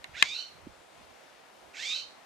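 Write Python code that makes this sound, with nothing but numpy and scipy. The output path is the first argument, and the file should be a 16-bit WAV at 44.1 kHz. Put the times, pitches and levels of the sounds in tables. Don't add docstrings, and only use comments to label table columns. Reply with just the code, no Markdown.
import sys
import numpy as np
from scipy import signal
from scipy.fft import rfft, irfft
from scipy.io import wavfile
from scipy.ndimage import uniform_filter1d

SR = 44100
rng = np.random.default_rng(int(sys.argv[2]) if len(sys.argv) > 2 else 0)


def amplitude_ratio(level_db):
    exponent = np.asarray(level_db, float) / 20
    return 10 ** exponent


def materialize(psi):
    bounded = np.clip(np.atleast_2d(psi).T, -1, 1)
    quanta = np.round(bounded * 32767).astype(np.int16)
    wavfile.write(sys.argv[1], SR, quanta)


N = 99225

# frequency in Hz, level in dB per Hz.
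AIR_COLOUR = [(25, -25), (118, -16), (300, -6), (690, 0), (2500, -10), (10000, -23), (11500, -30),
              (14500, -33.5)]
# frequency in Hz, left minus right in dB.
AIR_LEAN = [(60, -17), (110, -12), (200, -10), (380, -6.0), (690, -4.5), (1280, 4), (2350, 5.5), (4330, 5),
            (7990, 3.5), (14700, -16)]
# frequency in Hz, shared power from 0 to 1.
AIR_LIKENESS = [(100, 0.28), (600, 0.13), (3000, 0.48), (7000, .27), (14000, 0.031)]
# middle in seconds, half length in seconds, level in dB.
RUMBLE_SWELLS = [(.01, 0.022, -71), (0.14, 0.07, -61.5), (0.305, 0.036, -65.5), (0.592, 0.07, -63.5),
                 (0.687, 0.039, -60), (0.791, 0.024, -65.5), (1.02, 0.054, -67.5), (1.114, 0.033, -70),
                 (1.673, 0.045, -69), (1.83, .04, -68), (2.05, .04, -77)]
# time in seconds, peak in dB, left minus right in dB, tilt in dB per octave.
BODY_CLICKS = [
    (0.0419, -23, -6, 8.5),
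    (0.2243, -4, 2.5, 2),
]
# crack length in seconds, snap delay in seconds, snap level in dB.
CLICK_BREAKS = [
    (.0007, .0022, -3),
    (.0019, .0007, 3),
]
# frequency in Hz, level in dB, 60 dB decay in seconds.
SHELL_MODES = [(1132, 1.5, 0.018), (1767, -4, 0.023), (2097, -4.5, 0.048), (2810, -11, 0.025),
               (3560, -8, 0.011), (4040, 0, 0.0079)]
# frequency in Hz, level in dB.
CRACK_COLOUR = [(500, -14.5), (2000, 8), (4200, 2), (5500, -13), (7000, -6.5), (9500, -21.5),
                (11500, -14.5), (13000, -54)]
# time in seconds, peak in dB, pitch in Hz, cycles, left minus right in dB.
BODY_BUMPS = [(0.097, -52.5, 111, 0.54, -15), (0.123, -57, 100, 0.42, -14), (0.229, -58, 241, 1.6, -14),
              (.667, -43, 265, 0.31, 3), (.6727, -35, 270, .8, -6), (1.014, -57, 210, 1., -6)]
# time in seconds, level in dB, rasp in dB, breath in dB.
CALL_EFFORT = [
    [(.13, -59, -9, -16.5), (.15, -45.5, -7, -13.5), (.19, -40, -5, -7.5), (.25, -41.5, -3, -3.5),
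     (.3, -39.5, -16, -7), (.37, -38, -12, -17), (.42, -40.5, -1, -16.5), (.45, -51, -25, -14),
     (.5, -58, -7, -7)],
    [(1.73, -57, -9, -7.5), (1.765, -46, -5, -3.5), (1.83, -40.5, -9, -3), (1.88, -36.5, -19, -5),
     (1.935, -33, -12, -11.5), (1.96, -36.5, -13, -12), (2.0, -40.5, -16, -12), (2.035, -50.5, -12, -14),
     (2.08, -78, -12, -14)],
]
# time in seconds, pitch in Hz, warble as a share of pitch.
CALL_PITCH = [
    [(.13, 420, 0), (.162, 640, 0), (.19, 830, 0), (.215, 930, 0), (.25, 1090, .01), (.3, 1200, .01),
     (.335, 1240, .02), (.355, 1390, .07), (.43, 1460, .035)],
    [(1.73, 420, 0), (1.765, 600, 0), (1.79, 850, 0), (1.812, 910, 0), (1.835, 1060, .01),
     (1.88, 1200, .01), (1.935, 1260, .015), (1.955, 1410, .095), (2.01, 1450, .04)],
]
# frequency in Hz, gain in dB.
THROAT_GAIN = [(1000, -33), (1500, -7), (2300, 3), (2950, -5.5), (3750, 9.5), (4900, -5), (6300, -16),
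               (9500, -35)]
# frequency in Hz, level in dB.
BREATH_COLOUR = [(1500, -23.5), (2400, 2), (4000, 0), (5200, -0.5), (7000, -2), (8500, -13), (10000, -41.5),
                 (12500, -30)]
# frequency in Hz, left minus right in dB.
BIRD_LEAN = [(1300, -7), (2350, -6.5), (4300, -4.5), (8000, -4)]
# middle in seconds, half length in seconds, pitch in Hz, level in dB.
WHISTLE_TONES = [
    (.415, 0.048, 3050, -50.5),
    (1.987, 0.033, 3068, -45),
]

TOP_HZ = 14500
MID_HZ = 1250


def along(table, hz):
    table = np.array(table, float)
    return np.interp(np.log(np.maximum(hz, 1)), np.log(table[:, 0]), table[:, 1])


def colour(x, gain):
    return irfft(rfft(x) * gain(np.fft.rfftfreq(N, 1 / SR)), N)


def unit(x):
    return x / np.sqrt(np.mean(x ** 2))


def walk(rate):
    return unit(colour(rng.standard_normal(N), lambda f: np.exp(-(f / rate) ** 2)))


def sides(pan_db):
    return amplitude_ratio(np.array([pan_db / 2, -pan_db / 2]))


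def air():
    level_db, swell_db, flicker_db = -57, .4, .9
    common, left, right = rng.standard_normal((3, N))

    def alike(f):
        return np.clip(along(AIR_LIKENESS, f), 0, 1)

    shared = colour(common, lambda f: np.sqrt(alike(f)))
    pair = np.array([shared + colour(own, lambda f: np.sqrt(1 - alike(f))) for own in (left, right)])
    pair = colour(pair, lambda f: amplitude_ratio(along(AIR_COLOUR, f)) * sides(along(AIR_LEAN, f)) * (f > 18))
    swell, out = walk(4.5), 0
    for octave in np.arange(4, 14.6, .5):
        band = colour(pair, lambda f: np.clip(1 - 2 * np.abs(np.log2(f + 1) - octave), 0, 1))
        out = out + band * amplitude_ratio(swell_db * swell + flicker_db * walk(4.1))
    return out * amplitude_ratio(level_db) / np.sqrt(np.mean(out.mean(axis=0) ** 2))


def rumble(t):
    centre_hz, width, pan_db = 82, 0.76, -12.5
    noise = rng.standard_normal((2, N))
    low = colour(noise, lambda f: np.exp(-(np.log((f + 1) / centre_hz) / width) ** 2))
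    swell = sum(amplitude_ratio(db) * np.exp(-((t - at) / half) ** 2) for at, half, db in RUMBLE_SWELLS)
    return unit(low) * swell * sides(pan_db)[:, None]


def clicks(t):
    snap_hz, snap_s, rattle_s = 2340, 0.00055, 0.0011
    rattle_db, crack_db, tail_db = -5.5, -5, -23
    tail_t60_s, tail_hz, tilt_pivot_hz = 0.091, 1630, 2800
    out = np.zeros((2, N))
    hz, db, t60 = np.array(SHELL_MODES).T[:, :, None]
    for (at, peak_db, pan_db, tilt_db), (crack_s, late_s, snap_db) in zip(BODY_CLICKS, CLICK_BREAKS):
        since = np.maximum(t - at, 0)
        snap = np.exp(-((t - at - late_s) / snap_s) ** 2) * np.sin(2 * np.pi * snap_hz * (t - at))
        hiss = colour(rng.standard_normal((2, N)), lambda f: 1 / (1 + ((f - tail_hz) / 900) ** 2))

        def crack_gain(f):
            return amplitude_ratio(along(CRACK_COLOUR, f) + tilt_db * np.log2((f + 1) / tilt_pivot_hz))

        crack = unit(colour(rng.standard_normal((2, N)), crack_gain))
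        crack = crack * amplitude_ratio(crack_db) * np.exp(-((t - at - crack_s) / crack_s) ** 2)
        rise = 1 - np.exp(-(since / rattle_s) ** 2)
        for ch in range(2):
            turn = rng.uniform(0, 2 * np.pi, hz.shape)
            ring_db = db + tilt_db * np.log2(hz / tilt_pivot_hz) - 60 * since / t60
            ring = amplitude_ratio(ring_db) * np.sin(2 * np.pi * hz * since + turn)
            tail = unit(hiss[ch]) * amplitude_ratio(tail_db - 60 * since / tail_t60_s)
            hit = rise * (amplitude_ratio(rattle_db) * ring.sum(axis=0) + tail + crack[ch])
            hit = hit + amplitude_ratio(snap_db - 17.5 * ch) * snap
            out[ch] += hit * amplitude_ratio(peak_db) * sides(pan_db)[ch]
    return out


def bumps(t):
    out = 0
    for at, db, hz, cycles, pan_db in BODY_BUMPS:
        thud = np.exp(-((t - at) * hz / cycles) ** 2) * np.cos(2 * np.pi * hz * (t - at))
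        out = out - amplitude_ratio(db) * sides(pan_db)[:, None] * thud
    return out


def read_calls(calls, t):
    rows = np.vstack(calls)
    return [np.interp(t, rows[:, 0], column) for column in rows.T[1:]]


def jay(t):
    glide_hz, warble = read_calls(CALL_PITCH, t)
    db, rasp_db, breath_db = read_calls(CALL_EFFORT, t)
    fade_s = .012
    sounding = sum(np.clip(np.minimum(t - call[0][0], call[-1][0] - t) / fade_s, 0, 1)
                   for call in CALL_EFFORT)

    onset = np.clip(1 - glide_hz / MID_HZ, 0, 1)
    swing = np.sin(2 * np.pi * np.cumsum(76.46 * (1 + 0.0812 * walk(17.95))) / SR)
    hz = glide_hz * (1 + warble * swing + (.012 + .03 * onset) * walk(112))
    phase = 2 * np.pi * np.cumsum(hz) / SR
    fray = amplitude_ratio(rasp_db + 9 * onset)

    gape = np.maximum(glide_hz / MID_HZ, 1) ** .6
    lift_db = 24.5 * np.log2(glide_hz / MID_HZ)
    voice, power = 0, 0
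    for k in range(1, 19):
        bright_db = lift_db * np.clip(np.log2(k * hz / 2900), -.25, .6)
        gain = amplitude_ratio(along(THROAT_GAIN, k * hz / gape) + bright_db) * (k * hz < TOP_HZ)
        rasp = (1 + fray * walk(300)) / np.sqrt(1 + fray ** 2)
        voice = voice + gain * rasp * np.sin(k * phase + (k - 1) ** 2)
        power = power + gain ** 2 / 2
    voice = voice / np.sqrt(uniform_filter1d(power, size=900))

    breath = unit(colour(rng.standard_normal(N), lambda f: amplitude_ratio(along(BREATH_COLOUR, f))))
    low = colour(breath, lambda f: 1 / (1 + (f / 5500) ** 8))
    breath = low * amplitude_ratio(2.5 * walk(50)) + (breath - low) * amplitude_ratio(1.5 * walk(40))
    flutter = np.sin(2 * np.pi * np.cumsum(148.4 * (1 + 0.247 * walk(26.2))) / SR)
    return (voice * amplitude_ratio(1.5 * flutter) + breath * amplitude_ratio(breath_db)) * amplitude_ratio(db) * sounding


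def echo(x):
    level_db, t60_s, gap_s = -6, .36, .006
    s = np.arange(SR // 2) / SR
    tail = rng.standard_normal((2, len(s))) * amplitude_ratio(-60 * s / t60_s) * (s > gap_s)
    tail = tail / np.sqrt(np.sum(tail ** 2, axis=1, keepdims=True))
    return amplitude_ratio(level_db) * signal.fftconvolve(x[None], tail, axes=1)[:, :N]


def whistle(t):
    octave_db, rise_hz_per_s = -11.5, 1200
    out = 0
    for at, half, hz, db in WHISTLE_TONES:
        pitch_hz = hz * (1 + .006 * walk(80)) + rise_hz_per_s * np.minimum(t - at, 0)
        phase = 2 * np.pi * np.cumsum(pitch_hz) / SR
        tone = np.sin(phase) + amplitude_ratio(octave_db) * np.sin(2 * phase)
        out = out + tone * amplitude_ratio(db + 4.2 * walk(70)) * np.exp(-((t - at) / half) ** 2)
    return out


def scene():
    t = np.arange(N) / SR
    bird = jay(t) + whistle(t)
    heard = colour(bird + echo(bird), lambda f: sides(along(BIRD_LEAN, f)))
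    return air() + rumble(t) + clicks(t) + bumps(t) + heard


def top_cut(x):
    return signal.sosfilt(signal.butter(12, 15320, fs=SR, output="sos"), x)


def record(dry):
    low_pass = signal.ellip(8, .2, 70, TOP_HZ, fs=SR, output="sos")
    cut = signal.sosfilt(low_pass, np.clip(dry, -1, 1))
    return top_cut(cut)


dry = scene()
out = record(dry)
materialize(out)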